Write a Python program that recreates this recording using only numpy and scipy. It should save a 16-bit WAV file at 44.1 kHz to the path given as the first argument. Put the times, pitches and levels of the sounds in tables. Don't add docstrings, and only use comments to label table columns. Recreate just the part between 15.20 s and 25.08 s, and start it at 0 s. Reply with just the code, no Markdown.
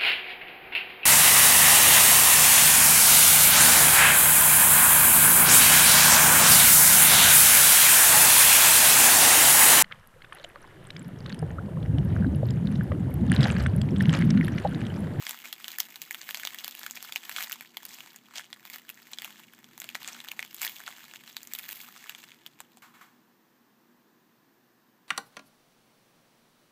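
import sys
import numpy as np
from scipy import signal
from scipy.fft import rfft, irfft
from scipy.io import wavfile

SR = 44100
rng = np.random.default_rng(int(sys.argv[2]) if len(sys.argv) > 2 else 0)


def unload_audio(sound):
    columns = np.transpose(np.atleast_2d(sound))
    steps = np.round(np.clip(columns, -1, 1) * 32767)
    wavfile.write(sys.argv[1], SR, steps.astype(np.int16))


N = 435708

# time in seconds, crackle level in dB.
HANDLING = [(0.0, -51.5), (0.37, -64), (0.9, -53.5), (1.1, -51), (1.9, -48), (2.43, -53.5), (2.53, -68.5),
            (3.28, -65.5), (3.8, -56), (4.43, -65), (4.75, -52), (6.05, -57.5), (6.67, -59), (7.04, -53),
            (7.1, -71.5), (7.603, -69)]
# frequency in Hz, gain in dB.
FILM = [(180, -54.5), (500, -16.5), (720, -5), (1400, -5.5), (1800, -2.5), (3500, -3), (5400, -8.5),
        (7600, -3.5), (9400, -12), (11500, -3), (14300, -1)]

SIZE = 512
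CRACKLE_PER_S = 350
LENGTH_SPREAD, TREBLE_SPREAD_DB = 0.4, 4


def undb(db):
    return 10 ** (np.asarray(db) / 20)


def level(x, db):
    return x * undb(db) / np.sqrt(np.mean(x ** 2))


def spectrum(table, size):
    hz, db = np.transpose(table)
    bins_hz = np.fft.rfftfreq(size, 1 / SR) + 1
    return undb(np.interp(np.log(bins_hz), np.log(hz), db))


def causal(gain):
    cepstrum = irfft(np.log(gain))
    half = len(cepstrum) // 2
    folded = np.r_[cepstrum[0], 2 * cepstrum[1:half], cepstrum[half], np.zeros(half - 1)]
    return np.exp(rfft(folded))


def curve(table, t):
    s, *columns = np.transpose(table)
    return [np.interp(t, s, column) for column in columns]


def halves(f):
    body_gain = 1 / (1 + (f / 9000) ** 10)
    sizzle_gain = 1 / (1 + (10800 / f) ** 10)
    return body_gain, sizzle_gain


def room():
    # frequency in Hz, relative density in dB per Hz.
    hiss_colour = [(90, -32), (122, -13), (235, -9), (340, -10), (590, -20), (1000, -15.5), (1400, -20.5),
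                   (1750, -18), (2100, -25), (6000, -30.5), (9600, -37.5), (11500, -35.5), (14000, -27)]
    # centre in Hz, width at half amplitude in Hz, level before the swell in dB.
    hum_bands = [(207.6, 7.3, -78.5), (239.5, 14, -72), (337.9, 9, -78.5)]
    # frequency in Hz, RMS level in dB.
    whistle = [(11601, -90)]
    # time in seconds, gain in dB.
    rumble = [(0, 0.5), (3.8, 1), (4.6, 7.5), (5.4, 4), (7.8, 2.5), (8.2, -1.5)]

    t, f = np.arange(N) / SR, np.fft.rfftfreq(N, 1 / SR)
    hiss = irfft(rfft(rng.standard_normal(N)) * spectrum(hiss_colour, N), N)
    noise = rfft(level(hiss, -65))
    for hz, width_hz, db in hum_bands:
        band = rfft(rng.standard_normal(N)) / (1 + (2 * (f - hz) / width_hz) ** 2)
        noise = noise + rfft(level(irfft(band, N), db))
    low = 1 / (1 + (f / 260) ** 4)
    swell = undb(curve(rumble, t)[0])
    tones = sum(undb(db) * np.sqrt(2) * np.sin(2 * np.pi * hz * t) for hz, db in whistle)
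    return irfft(noise * low, N) * swell + irfft(noise * (1 - low), N) + tones


def buckle(ring_hz, treble_db, q=3.5, skirt_db=-10, shiver_ms=1.0):
    t = np.arange(SIZE) / SR
    chance = rng.standard_normal((len(ring_hz), SIZE + 1))
    decay_s = shiver_ms / 1000 * np.exp(LENGTH_SPREAD * chance[:, -1:])
    push = chance[:, :SIZE] * np.exp(-t / decay_s)
    push[:, 0] += 3 * np.sign(push[:, 0])
    sound = rfft(push) * causal(spectrum(FILM, SIZE))

    f = np.fft.rfftfreq(SIZE, 1 / SR) + 1
    body_gain, sizzle_gain = halves(f)
    ratio = f / ring_hz[:, None]
    resonance = 1 / (1 + 1j * q * (ratio - 1 / ratio))
    skirt = undb(skirt_db + 0.14 * np.minimum(treble_db, 0))[:, None]
    body = irfft(sound * body_gain * (resonance + skirt))
    sizzle = irfft(sound * sizzle_gain)
    body = body / np.abs(body).max(axis=1, keepdims=True)
    sizzle = sizzle / np.abs(sizzle).max(axis=1, keepdims=True)
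    return body + undb(treble_db)[:, None] * sizzle


def place(rows, s):
    out = np.zeros(N + SIZE)
    starts = (s * SR).astype(int)
    np.add.at(out, starts[:, None] + np.arange(SIZE), rows)
    return out[:N]


def effort(t):
    # time of the strongest crackle in seconds,
    # level in dB, seconds to build by 10 dB (zero or less: at once), seconds to fade by 10 dB,
    # treble relative to the body in dB.
    squeezes = [(0.092, -40, 0.08, 0.07, 2.5), (0.244, -43.5, -0.1, 0.1, 1), (0.5, -45, 0.1, 0.2, 3),
                (1.15, -46.5, 0.27, 0.15, 6), (1.265, -48, 0, 0.23, -1), (2.175, -42.5, 0.06, 0.11, -14),
                (2.241, -38, 0.11, 0.02, 4.5), (2.322, -40.5, 0, 0.04, -2), (2.79, -46, 0.17, 0.11, -0.5),
                (3.186, -42.5, 0.06, 0.0435, -11.5), (3.55, -46.5, 0.09, 0.03, 3.5),
                (4.052, -48.5, 0.14, 0.23, -1), (4.886, -45, 0.0746, 0.15, -23),
                (5.421, -34.5, 0.0153, 0.06, 4), (5.474, -39.5, 0.0458, 0.07, 6),
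                (5.694, -48.5, 0.07, 0.3, -1.5), (6.53, -47, 0.18, 0.17, 6.5),
                (6.74, -49.5, -0.05, 0.38, -5)]

    body = undb(2 * curve(HANDLING, t)[0])
    treble = body
    for s, peak_db, build_s, fade_s, treble_db in squeezes:
        slope_s = np.maximum(np.where(t < s, build_s, fade_s), 1 / CRACKLE_PER_S)
        power = undb(2 * peak_db - 20 * np.abs(t - s) / slope_s)
        body, treble = body + power, treble + power * undb(2 * treble_db)
    return 10 * np.log10(body), 10 * np.log10(treble / body)


def crackle():
    bunch = 6
    s = np.arange(0, HANDLING[-1][0], 1 / CRACKLE_PER_S)
    count = len(s)
    when, size = rng.random(count), rng.exponential(size=count)
    pitch, bright = rng.standard_normal((2, count))
    panel, push = np.repeat(rng.standard_normal((2, count)), bunch, axis=1)[:, :count]
    s = s + when / CRACKLE_PER_S
    db, treble_db = effort(s)
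    ring_hz = np.clip(2600 * np.exp(0.34 * (pitch + panel)), 600, 8000)
    rows = buckle(ring_hz, treble_db + TREBLE_SPREAD_DB * bright)
    size_db = 6.5 * np.minimum(size, 2.7)
    rows = rows * undb(size_db + 2.8 * push)[:, None]
    rows = rows / np.sqrt(np.mean(place(rows, s) ** 2))

    t = np.arange(N) / SR
    db_now, treble_now = effort(t)
    noise = rfft(rng.standard_normal(N)) * spectrum(FILM, N)
    bands = halves(np.fft.rfftfreq(N, 1 / SR) + 1)
    body, sizzle = (level(irfft(noise * gain, N), 0) for gain in bands)
    rustle_db = -8 + 0.18 * (db_now + 48.5) + 2.2 * np.interp(t, s, push)
    rustle = (body + sizzle * undb(treble_now)) * undb(db_now + rustle_db) * (t < s[-1])
    return place(rows * undb(db)[:, None], s) + rustle


def snaps(after_db=-16, after_s=0.01, count=3):
    # start in seconds, peak level of the body in dB,
    # ring frequency in Hz, treble relative to the ring in dB.
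    loud_creases = [(0.0672, -17.5, 2400, -30), (0.094, -20.5, 4440, 12.5), (0.1095, -18, 7650, 4),
                    (0.256, -25, 2220, -10), (0.3276, -21, 3320, 5.5), (0.444, -22.5, 3040, -9),
                    (0.4815, -21.5, 2950, 0), (0.5856, -23, 1930, 13.5), (0.6024, -11.5, 4800, 5.5),
                    (0.7584, -26.5, 3820, 4), (0.818, -22, 7100, 9.5), (0.9094, -18.5, 2010, 3),
                    (0.946, -20, 2870, 1), (1.015, -24, 4520, -10), (1.0908, -20.5, 1680, -3),
                    (1.1089, -22, 3040, 6), (1.1459, -17, 3030, 3.5), (1.154, -25, 4000, -17),
                    (1.1724, -23, 6600, -1), (1.198, -27.5, 1780, 7), (1.234, -23.5, 1850, -23),
                    (1.251, -17, 3930, -2), (1.2728, -17, 3060, -2), (1.346, -25.5, 1940, 7),
                    (1.3863, -25.5, 3700, 0), (1.445, -20, 4400, 0.5), (1.4796, -22, 3150, 7.5),
                    (1.551, -31, 2670, 12), (1.594, -33, 4540, 13.5), (1.6325, -25, 4600, -1),
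                    (1.664, -23, 1480, 3), (1.71, -21, 6850, 1), (1.827, -25, 7000, 9),
                    (1.9236, -22, 4350, -12), (1.9598, -14, 2600, -3), (2.0948, -21, 2000, 3.5),
                    (2.1634, -17, 2300, -13), (2.1842, -23, 1410, -12), (2.1883, -25, 3530, -8),
                    (2.2258, -20.5, 2930, 8), (2.2974, -27, 1780, 9), (2.312, -26.5, 1590, -30),
                    (2.32, -20, 5830, 9.5), (2.327, -24.5, 2770, 11), (2.409, -26.5, 2210, 5.5),
                    (2.5703, -22.5, 2680, 3), (2.6527, -32, 4800, 16), (2.806, -29, 2450, -1),
                    (2.8615, -31.5, 1080, -13), (2.961, -32.5, 8200, 2), (3.196, -27, 1530, -6),
                    (3.3294, -23.5, 3280, -22), (3.453, -30, 2410, 6), (3.5, -30.5, 2450, 11),
                    (3.6925, -30, 2480, 13), (3.7, -30, 2550, 12), (3.9333, -25.5, 3700, -11),
                    (3.986, -22, 3300, -9), (4.0205, -25, 2330, 4), (4.046, -22.5, 2730, 4.5),
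                    (4.4433, -35, 2800, -10), (4.5786, -30, 890, 7), (4.6013, -27, 7100, 9.5),
                    (4.618, -25.5, 1460, 2), (4.6427, -26.5, 780, 1), (4.6902, -25, 2900, -2),
                    (4.7482, -22, 2910, -5), (4.7525, -19.5, 1790, -4), (4.8307, -27, 3760, 3),
                    (4.846, -25, 3200, -24), (4.8767, -18.5, 7800, -6), (5.0031, -26.5, 3080, -9),
                    (5.0863, -23.5, 3420, -2), (5.1163, -22, 2530, 1), (5.193, -15.5, 2120, -13),
                    (5.2276, -22, 2410, 1), (5.3455, -31.5, 8400, 15), (5.3655, -34, 6850, 7),
                    (5.417, -18.5, 7700, 6), (5.4498, -22, 4640, 11), (5.466, -28, 2350, -1),
                    (5.4775, -19.5, 3260, -25), (5.6033, -29, 1590, -2), (5.678, -21.5, 1490, -30),
                    (5.937, -31.5, 1720, -2), (6.077, -31.5, 4030, -29), (6.1674, -19.5, 4000, -4),
                    (6.2316, -31.5, 6800, 11), (6.2729, -29.5, 7800, 1), (6.336, -20.5, 7450, 6),
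                    (6.3507, -25, 3400, 12), (6.3885, -23.5, 2410, 6), (6.3941, -28.5, 2500, 8),
                    (6.433, -32, 3460, 1), (6.5289, -31.5, 2680, 14), (6.6032, -31, 2370, 3),
                    (6.895, -22, 3200, 1), (6.949, -29.5, 2760, -16), (7.118, -36, 2440, -43),
                    (7.2636, -27, 3300, 2), (7.4039, -27, 1010, -1), (7.572, -35.5, 750, -2)]

    s, db, hz, treble_db = np.transpose(loud_creases)
    out = place(buckle(hz, treble_db) * undb(db)[:, None], s)
    for _ in range(count):
        wait = rng.exponential(size=len(s))
        pitch, size, bright = rng.standard_normal((3, len(s)))
        ring_hz = np.clip(hz * np.exp(0.4 * pitch), 600, 8000)
        rows = buckle(ring_hz, treble_db + TREBLE_SPREAD_DB * bright)
        neighbour_db = db + after_db + 3.4 * size - 7.3 * wait
        out += place(rows * undb(neighbour_db)[:, None], s + 0.0042 + after_s * wait)
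    return out


def echo(x):
    echo_db, t60_s = -14, 0.068
    t = np.arange(SR // 2) / SR
    tail = rng.standard_normal(len(t)) * undb(-60 * t / t60_s) * np.minimum(t / 0.00074, 1)
    tail = signal.lfilter([1], [1, -0.3], tail)
    return signal.fftconvolve(x, tail * undb(echo_db) / np.sqrt(np.sum(tail ** 2)))[:N]


def brushes(dull_hz=1200, dull=3.9):
    # start in seconds, level at the start of the decay in dB,
    # time to fade by 60 dB in seconds.
    scuffs = [(7.62, -49, 0.38), (7.739, -58, 1), (7.811, -52.5, 0.2)]

    t, f = np.arange(N) / SR, np.fft.rfftfreq(N, 1 / SR)
    hump = 1 + dull / (1 + (3 * np.log((f + 1) / dull_hz)) ** 2)
    colour = spectrum(FILM, N) / (1 + f / 9000) * hump
    hiss = level(irfft(rfft(rng.standard_normal(N)) * colour, N), 0)
    envelope = np.zeros(N)
    for s, db, t60_s in scuffs:
        since = np.maximum(t - s, 0)
        envelope += undb(db - 60 * since / t60_s) * np.minimum(since / 0.0014, 1)
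    return hiss * envelope


def scene():
    film = crackle() + snaps() + brushes()
    high_pass = signal.butter(1, 200, "high", fs=SR, output="sos")
    film = signal.sosfilt(high_pass, film)
    return (room() + film + echo(film))[None]


def record(dry, shelf_db=-27):
    shelf_hz, top_hz = 15330, 16500
    f = np.fft.rfftfreq(N, 1 / SR)
    stepped = irfft(rfft(dry) * np.where(f > shelf_hz, undb(shelf_db), 1), N)
    low_pass = signal.ellip(10, 0.2, 60, top_hz, fs=SR, output="sos")
    return signal.sosfilt(low_pass, stepped)


dry = scene()
out = record(dry)
unload_audio(out)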